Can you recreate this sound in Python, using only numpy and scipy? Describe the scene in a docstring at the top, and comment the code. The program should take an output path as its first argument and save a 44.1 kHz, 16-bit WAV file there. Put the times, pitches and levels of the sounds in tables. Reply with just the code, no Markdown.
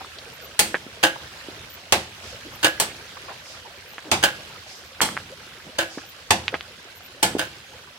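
"""By a garden brook, running water works a model hammer mill. Three small hammers drop, each at its own
pace, rattle on their anvils and shake the wooden house around them. Two squeak thinly as they are lifted.
Bubbles make the brook gurgle and splash, and more water spills after every blow. A few dry taps and dull
bumps sound close by, and a far bird whistles twice."""
import sys
import numpy as np
from scipy import signal
from scipy.fft import rfft, irfft, next_fast_len
from scipy.io import wavfile
from scipy.ndimage import uniform_filter1d, map_coordinates

SR = 44100
rng = np.random.default_rng(int(sys.argv[2]) if len(sys.argv) > 2 else 0)


def unload_wav(signal):
    """Save mono or channel-first audio to the path in sys.argv[1] as 16-bit WAV at rate SR, clipped to [-1, 1]."""
    wavfile.write(
        sys.argv[1],
        SR,
        np.round(np.clip(np.atleast_2d(signal).T, -1, 1) * 32767).astype(np.int16),
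    )


N = 351918

# hammer blows: (time [s], hammer, level [dB], brightness [dB per octave], early graze [s ahead, 0 = none])
BLOWS = [(0.5915, "sharp", -12.5, 1.5, 0.00045), (1.036, "hollow", -11.5, 1.5, 0.0073),
         (1.9222, "solid", -9.5, 1.6, 0.000059), (2.645, "hollow", -12, 1.8, .016),
         (2.799, "sharp", -16, 1.44, 0), (4.115, "solid", -12, .5, 0.0008),
         (4.237, "hollow", -12, 1.76, 0.01), (5.0139, "sharp", -15, 0.25, 0.00092),
         (5.786, "hollow", -17.5, 1.5, .003), (6.306, "solid", -10, 0.34, 0.0011),
         (7.228, "sharp", -12, 0, 0.0013), (7.393, "hollow", -22, 1.8, 0.0099)]
# the noisy ring of each hammer and its anvil: (frequency [Hz], level [dB])
SHARP_BODY = [(29, -57), (50, -14), (362, -5), (729, -2), (822, -2), (905, -4.5), (1300, -6), (1780, -5.5),
              (2560, -7.5), (3330, -3), (3670, -9), (4240, -7.5), (7210, -11.5), (7950, -6), (16000, -26.5)]
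SOLID_BODY = [(29, -45), (50, -42), (81, -4), (141, -9.5), (234, -3), (284, -14), (337, 0.5), (439, -3),
              (495, -2.5), (802, 5), (1180, -4.5), (2880, -3), (8750, -11.5), (16000, -33)]
HOLLOW_BODY = [(29, -58), (50, -18), (135, -3.5), (258, -18), (329, 5), (418, -13.5), (520, -2), (1270, -9),
               (1540, 1), (2060, -10), (2810, -8.5), (3950, -14), (5950, -22), (6550, -20), (16000, -36.5)]
# their clearest tones, called modes: (pitch [Hz], level [dB], time to fade by 60 dB [s])
SHARP_MODES = [(328, -10, 0.79), (480, -9, 0.52), (675, -4.5, 0.1), (853, 9, 0.14), (1440, -8, 0.33),
               (1745, -2, 0.28), (2630, -3.5, 0.079), (3160, -19, 0.1), (3720, 2, 0.04), (4340, 5, 0.089),
               (4800, -19, 0.19), (6400, -8, 0.28), (7810, -14, .2), (8030, -9, 0.32)]
SOLID_MODES = [(108, -21, 1), (245, 0.5, 0.27), (328.5, 0, 0.35), (532, 2, 0.31), (585, -7.5, 0.22),
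               (716, -25, 0.4), (835, -1, 0.3), (1580, -9, 0.23), (1775, 5, 0.17), (2695, 15.5, 0.054),
               (3410, 2.5, 0.13), (4350, -2, 0.11), (4750, -13, .12), (6000, -9, 0.14)]
HOLLOW_MODES = [(294.5, -9.5, 0.14), (322.7, -10.5, 0.24), (515, -8, 0.25), (565, -13, 0.23),
                (672, -6.5, 0.13), (700, -18, 0.11), (836, -8, 0.16), (898, -12, 0.089), (1510, -20, 0.28),
                (1527.6, -3, 0.17), (1621, -16, 0.16), (1654, -4.5, 0.26), (1800, -17.5, 0.22),
                (2816, -9, 0.2), (2880, -6.5, 0.1), (3080, -6.5, 0.097), (3040, -16, 0.29),
                (3230, -6.5, 0.073), (3570, -9, 0.047), (4500, -10.5, 0.065), (4840, -9.5, 0.077),
                (6510, -8, 0.05), (7000, -18, 0.092), (8640, -14.5, 0.12), (9430, -12.5, 0.056)]
# each hammer: (body, modes, level of modes [dB], base fade time [s], level of house [dB], rise time [s],
# stretch of fade times at the usual level [factor], growth of that stretch [per dB softer])
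HAMMERS = {"sharp": (SHARP_BODY, SHARP_MODES, -5.5, 0.055, -2.5, 0.00055, 0.93, 0.094),
           "solid": (SOLID_BODY, SOLID_MODES, -6, 0.044, -2, 0.00044, 0.96, 0.091),
           "hollow": (HOLLOW_BODY, HOLLOW_MODES, 1.6, 0.094, -17, 0.0003, 1.7, 0.031)}
# how alike left and right sound: (frequency [Hz], likeness [1 = same, 0 = unrelated])
BROOK_ALIKE = [(60, 0.93), (250, 0.97), (640, 0.82), (1410, 0.2), (3100, 0.02), (15000, 0.043)]
MILL_ALIKE = [(100, 1), (350, 0.96), (750, 0.8), (1050, 0.4), (1600, -0.14), (3000, 0.027), (7000, -0.15),
              (15000, 0.26)]


def amp(db):
    """Turn decibels into a gain."""
    return 10 ** (np.asarray(db) / 20)


def unit(x):
    """Scale x to an average strength (rms) of 1."""
    return x / np.sqrt(np.mean(x ** 2) + 1e-20)


def along(points, hz):
    """Read between (frequency, value) points on a log scale."""
    freqs, values = np.transpose(points)
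    return np.interp(np.log(hz + 1), np.log(freqs + 1), values)


def fade(t, t60):
    """Die away by 60 dB every t60 seconds."""
    return np.exp(-np.log(1000) * t / t60)


def wobble(rate):
    """A smooth curve through `rate` random values a second."""
    return map_coordinates(rng.standard_normal(int(N * rate / SR) + 4), [np.arange(N) * rate / SR])


def filtered(x, response):
    """Scale each frequency in x by response(hz)."""
    n = x.shape[-1]
    padded = next_fast_len(n + 8192)
    return irfft(rfft(x, padded) * response(np.fft.rfftfreq(padded, 1 / SR)), padded)[..., :n]


def stereo_angle(alike, hz):
    """Turn left-right likeness into an angle; 0 means the same on both sides."""
    return np.arccos(np.clip(along(alike, hz), -1, 1)) / 2


def spread(pair, spectrum, alike):
    """Shape two unrelated signals and blend them into left and right."""
    def blend(hz):
        angle = stereo_angle(alike, hz)
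        return amp(along(spectrum, hz)) * [np.cos(angle), np.sin(angle)]
    mid, side = filtered(pair, blend)
    return unit(np.array([mid + side, mid - side]))


def add(track, s, sound):
    """Mix a sound in at s seconds."""
    part = track[:, round(s * SR):][:, :sound.shape[-1]]
    part += sound[..., :part.shape[-1]]


def whistles(notes, waver, flutter_db):
    """Thin gliding tones that waver in pitch and strength."""
    out = np.zeros((2, N))
    for s, length, start_hz, end_hz, db in notes:
        n = int(length * SR)
        pitch = np.linspace(start_hz, end_hz, n) * (1 + waver * wobble(90)[:n])
        swell = signal.windows.tukey(n, .5) * amp(db + flutter_db * wobble(63)[:n])
        add(out, s, swell * np.sin(2 * np.pi * np.cumsum(pitch) / SR))
    return out


def far_bird():
    """A far bird whistles two faint, high notes."""
    # (time [s], length [s], start pitch [Hz], end pitch [Hz], level [dB])
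    notes = [(6.64, 0.25, 5250, 5260, -60.5), (7.65, 0.098, 6560, 6610, -59)]
    return whistles(notes, waver=.002, flutter_db=3)


def bubbles(per_second, pitch_hz, octaves, cycles, uneven_db, samples):
    """Two streams of bubbles; each bubble is a short tone that rises as it dies."""
    start, pitch, size, side = rng.random((int(per_second * N / SR), 4)).T[:, :, None]
    index = np.arange(samples)
    turns = pitch_hz * 2 ** (octaves * (2 * pitch - 1)) * index / SR
    life = turns / cycles
    strength = amp(-uneven_db * np.log(0.051 + size)) * fade(life, 1) * (1 - np.exp(-2 * turns))
    pops = strength * np.sin(2 * np.pi * turns * (1 + 0.065 * life))
    place = (start * (N - samples)).astype(int) + index + N * (side > .5)
    return unit(np.bincount(place.ravel(), pops.ravel(), 2 * N).reshape(2, N))


def rush(patchy_db):
    """Rushing water: two noises with louder and softer patches in time and pitch."""
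    bands = signal.stft(rng.standard_normal((2, N)), nperseg=512)[2]
    patches = uniform_filter1d(uniform_filter1d(rng.standard_normal(bands.shape[1:]), 7, 0), 9, 1)
    return unit(signal.istft(bands * amp(patchy_db * unit(patches)), nperseg=512)[1][:, :N])


def brook(gurgle_db=-7, splash_db=-2.5, spill_db=1.27, spill_peak_s=0.14):
    """Large bubbles gurgle; small ones and spray splash, more so as water spills after each blow."""
    # the brook's slow changes: (time [s], level [dB])
    flow = [(0.0, -40), (0.95, -42.5), (1.5, -39.5), (1.85, -42.5), (2.3, -40.0), (3.3, -41), (3.7, -42.5),
            (4.5, -41.5), (4.95, -43), (5.4, -42.0), (6.2, -43.5), (6.7, -43), (7.1, -44), (7.98, -44.5)]
    # the tone of the low gurgle and the high splash: (frequency [Hz], level [dB])
    gurgle_tone = [(15, -49), (25, -17), (81, 2.5), (192, -6.5), (235, -5.5), (278, -7.5), (445, -8),
                   (518, -4), (593, -6.5), (874, -7.5), (1400, -10), (1820, -13), (3080, -120)]
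    splash_tone = [(650, -37), (1100, -5), (1420, -4), (1610, -1), (1720, -3), (3010, -0.5), (4270, -3),
                   (5160, -5), (8940, -16.5), (10900, -16), (12800, -21.5), (13800, -21.5), (16000, -25.5)]
    t = np.arange(N) / SR
    flow_db = np.interp(t, *np.transpose(flow))
    ages = [np.maximum(t - s, 0) / spill_peak_s for s, *_ in BLOWS]
    spill = sum(age * np.exp(1 - age) for age in ages)
    surge = wobble(20)
    large = bubbles(per_second=140, pitch_hz=780, octaves=1.1, cycles=26, uneven_db=3.3, samples=2200)
    small = bubbles(per_second=800, pitch_hz=2900, octaves=1.2, cycles=22, uneven_db=3.5, samples=500)
    spray = bubbles(per_second=450, pitch_hz=9500, octaves=.6, cycles=5, uneven_db=3.6, samples=60)
    gurgle = spread(rush(patchy_db=1.84) + amp(-14.5) * large, gurgle_tone, BROOK_ALIKE)
    splash = spread(rush(patchy_db=1.9) + amp(-9.5) * small + amp(-8) * spray, splash_tone, BROOK_ALIKE)
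    gurgle *= amp(flow_db + gurgle_db + 1.6 * surge)
    splash *= amp(flow_db + splash_db + spill_db * spill + 0.36 * surge)
    return gurgle + splash


def gulps(pitch_scatter=0.353, scatter_db=2, first_spurt_s=2.215, spurt_every_s=1.225):
    """A gulp or spurt is a brief cloud of bubbles around one size; a narrow cloud is a plop."""
    # the loudest gulps: (time [s], length [s], pitch [Hz], width [octaves], level [dB])
    loud_gulps = [(0.004, 0.026, 700, 1, -35), (1.157, 0.012, 830, 0.57, -31),
                  (2.446, 0.062, 320, 0.52, -42.5), (3.169, .012, 1150, 0.63, -34),
                  (3.278, 0.067, 850, 0.99, -35.5), (3.649, 0.036, 900, 0.16, -42.5),
                  (4.051, 0.089, 330, 0.96, -39.5), (5.321, 0.028, 532, 0.1, -40.5),
                  (5.662, 0.052, 229, 1, -41.5), (6.524, 0.029, 440, 1, -33.5)]
    # a spurt of spray and a typical small plop: (length [s], pitch [Hz], width [octaves], level [dB])
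    spurt = (.19, 5200, .45, -44.5)
    plop = (.03, 950, .18, -48)
    out = np.zeros((2, N))
    spurts = [(first_spurt_s + k * spurt_every_s, *spurt) for k in range(4)]
    length, pitch, octaves, db = plop
    plops = [(s, length, pitch * np.exp(pitch_scatter * high), octaves, db + scatter_db * loud)
             for s, (high, loud) in zip(rng.random(16) * N / SR, rng.standard_normal((16, 2)))]
    for s, length, pitch, octaves, db in loud_gulps + spurts + plops:
        step = 4 ** octaves
        tone = [(pitch / step ** 2, -60), (pitch / step, -18), (pitch, 0),
                (pitch * step, -18), (pitch * step ** 2, -60)]
        cloud = spread(rng.standard_normal((2, SR // 4)), tone, BROOK_ALIKE)
        cloud = unit(cloud[:, :int(length * SR)])
        age = np.linspace(0, 1, cloud.shape[1])
        add(out, s, amp(db) * cloud * np.sin(np.pi * age ** 0.58))
    return out


def taps_and_bumps(bump_rattle_db=-11, bump_damping=0.56):
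    """A soft push starts a ring that dies at once, with a gritty rattle; low bumps are the softest."""
    # dry taps: (time [s], level [dB], pitch [Hz], rattle [dB], damping [bandwidth / pitch])
    taps = [(0.0465, -26, 1180, -29, 0.22), (0.186, -22, 4400, -9, 0.33), (0.7438, -8, 1660, -13, 0.097),
            (0.75, -15, 1720, -6, 0.62), (3.982, -18, 1330, -13.5, 1.7), (5.0056, -4.5, 1480, -27, 0.52),
            (5.089, -15.5, 1350, -29, .49), (5.1682, -12.5, 1400, -29, .49),
            (5.175, -11.5, 1500, -16, 0.69), (5.983, -23, 1390, -10, .66), (6.481, -3, 2660, -18, 0.79),
            (6.5417, -17, 1430, 1, 1.8), (6.609, -15.5, 2600, -17, 1.2)]
    # dull bumps: (time [s], level [dB], pitch [Hz])
    bumps = [(0.743, -14, 474), (0.865, -30.5, 260), (1.485, -27, 330), (5.974, -22.5, 292),
             (6.5405, -17, 480), (7.351, -14, 330), (7.3656, -17, 357)]
    out, t = np.zeros((2, N)), np.arange(SR // 8) / SR
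    for s, db, pitch, rattle_db, damping in taps + [(*b, bump_rattle_db, bump_damping) for b in bumps]:
        corner_hz = min(1.3 * pitch + 600, 3300)

        def resonance(hz):
            ratio = hz / corner_hz
            softness = 1 / (1 + 1j * ratio - ratio ** 2) / (1 + 1j * ratio / 2)
            loss = 1j * hz * pitch * damping
            return softness * loss / (pitch ** 2 - hz ** 2 + loss)
        # a soft touch makes little sound far above its pitch
        treble_cut = signal.butter(4, min(2.2 * pitch, SR / 3), fs=SR, output="sos")
        push = signal.sosfilt(treble_cut, filtered(1. * (t == 0), resonance))
        grit = filtered(rng.standard_normal((2, len(t))) ** 3 * fade(t, .07), resonance)
        grit = grit + grit.mean(0)  # draw it toward the middle
        rattle = amp(rattle_db + 5.5) * grit / abs(grit).max()
        add(out, s, amp(db) * (push / abs(push).max() + rattle))
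    return out


def squeaks():
    """Two of the hammers give their own thin squeaks as they are lifted."""
    # each lift: (time [s], hammer, level [dB])
    lifts = [(0.33, "sharp", -49), (1.69, "solid", -48), (2.525, "sharp", -50), (3.87, "solid", -53),
             (4.755, "sharp", -59), (6.05, "solid", -51), (6.945, "sharp", -50)]
    # its notes: (hammer, delay [s], length [s], start pitch [Hz], end pitch [Hz], added level [dB])
    notes = [("sharp", 0, .047, 14130, 14000, 0), ("sharp", .075, 0.065, 13100, 14000, -3.5),
             ("solid", 0, .08, 14220, 14380, 0)]
    played = [(s + delay, length, start_hz, end_hz, db + note_db) for s, name, db in lifts
              for hammer, delay, length, start_hz, end_hz, note_db in notes if hammer == name]
    return whistles(played, waver=.004, flutter_db=3.5)


def garden_echo(x):
    """Tree trunks and the slope scatter back a long, dull echo."""
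    t = np.arange(SR) / SR
    tail = rng.standard_normal((2, SR)) * fade(t, 1.2) * (1 - np.exp(-t / .015))
    tail = filtered(tail, lambda hz: hz / (hz + 500) / (1 + (hz / 5000) ** 2))
    return signal.oaconvolve(x, tail / np.linalg.norm(tail[0]), axes=1)[:, :N]


def house_ring(wood, t, stretch, rise_s=0.0068):
    """The wooden house takes up a blow and rings on, longest in the bass."""
    # (frequency [Hz], base time to fade by 60 dB [s])
    fade_times = [(100, 0.96), (260, 0.35), (700, 0.22), (1840, 0.21), (4850, 0.19), (12800, 0.14)]
    hz, age, bands = signal.stft(wood, SR, nperseg=256)
    bands *= fade(age, stretch * along(fade_times, hz)[:, None])
    return signal.istft(bands, SR, nperseg=256)[1][:, :len(t)] * (1 - np.exp(-t / rise_s))


def hammer_ring(modes, t, scatter_db=0.5, detune=.009):
    """Fading tones, a little different each blow; the high ones are out of step left and right."""
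    hz, db, t60 = np.transpose(modes)[:, :, None]
    gain = amp(db + scatter_db * rng.standard_normal(hz.shape))
    hz = hz * (1 + detune * rng.standard_normal(hz.shape))
    skew = stereo_angle(MILL_ALIKE, hz)
    phase = 2 * np.pi * (hz * t + rng.random(hz.shape))
    swing = gain * fade(t, t60)
    sides = [np.sum(swing * np.sin(phase + sign * skew), 0) for sign in (-1, 1)]
    return np.array(sides) / np.sqrt(np.sum(gain ** 2) / 2)


def contacts(graze_db=-8.5, graze_bright_db=0.56, graze_rise_s=0.0016):
    """List each touch of hammer on anvil; most blows start with a weaker, brighter graze."""
    touches = []
    for s, name, db, bright_db, lead_s in BLOWS:
        touches.append((s, name, db, bright_db, HAMMERS[name][5]))
        if lead_s > 0:
            touches.append((s - lead_s, name, db + graze_db, bright_db + graze_bright_db, graze_rise_s))
    return touches


def hammers(usual_db=-12, chatter_db=3, crack_db=2.5, crack_hz=7000, crack_t60=.024):
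    """Each blow cracks and chatters as the head rattles on the anvil; hammer and house ring on."""
    out, t = np.zeros((2, N)), np.arange(SR // 2) / SR
    own_noise = {name: rng.standard_normal((2, len(t))) for name in HAMMERS}  # keeps its blows alike
    for s, name, db, bright_db, rise_s in contacts():
        body, modes, modes_db, burst_t60, house_db, _, usual_stretch, growth = HAMMERS[name]
        stretch = usual_stretch * np.exp(growth * (usual_db - db))  # a softer blow rattles for longer
        wood = spread(own_noise[name] + 0.8 * rng.standard_normal((2, len(t))), body, MILL_ALIKE)
        house = amp(house_db) * house_ring(wood, t, stretch)
        jitter = map_coordinates(rng.standard_normal(len(t)), [400 * t], order=1)
        chatter = unit(amp(chatter_db * jitter))
        treble = filtered(wood, lambda hz: hz ** 2 / (hz ** 2 + crack_hz ** 2))
        crack = amp(crack_db) * treble * fade(t, crack_t60)
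        burst = wood * fade(t, burst_t60 * stretch)
        knock = chatter * (burst + crack) + house + amp(modes_db) * hammer_ring(modes, t)
        # harder contact gives more treble
        knock = filtered(knock, lambda hz: amp(bright_db * np.log2(np.maximum(hz, 200) / 2000)))
        add(out, s, amp(db) * knock * (1 - np.exp(-t / rise_s)))
    return out


def scene():
    """Mix mill, water, taps and bird; some pitches lean left and others right."""
    # (frequency [Hz], left minus right [dB])
    balance = [(100, -1.1), (1000, 0), (1500, -3.5), (1900, -2), (3200, -4), (5500, -2), (7500, 0.5),
               (9000, 3), (11000, 2.5), (14000, 10.5)]
    mill = hammers()
    bird = far_bird()
    mix = mill + amp(-33) * garden_echo(mill) + taps_and_bumps() + brook() + gulps() + squeaks() + bird
    return filtered(mix, lambda hz: amp(along(balance, hz) * np.array([[.5], [-.5]])))


def record(dry):
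    """Round off the loudest peaks, then cut deep rumble and the very highest treble."""
    ceiling, rumble_hz, top_hz = .92, 32, 16000
    rounded = dry / (1 + (dry / ceiling) ** 6) ** (1 / 6)
    return filtered(rounded, lambda hz: (hz < top_hz) * hz ** 4 / (hz ** 4 + rumble_hz ** 4))


dry = scene()
out = record(dry)
unload_wav(out)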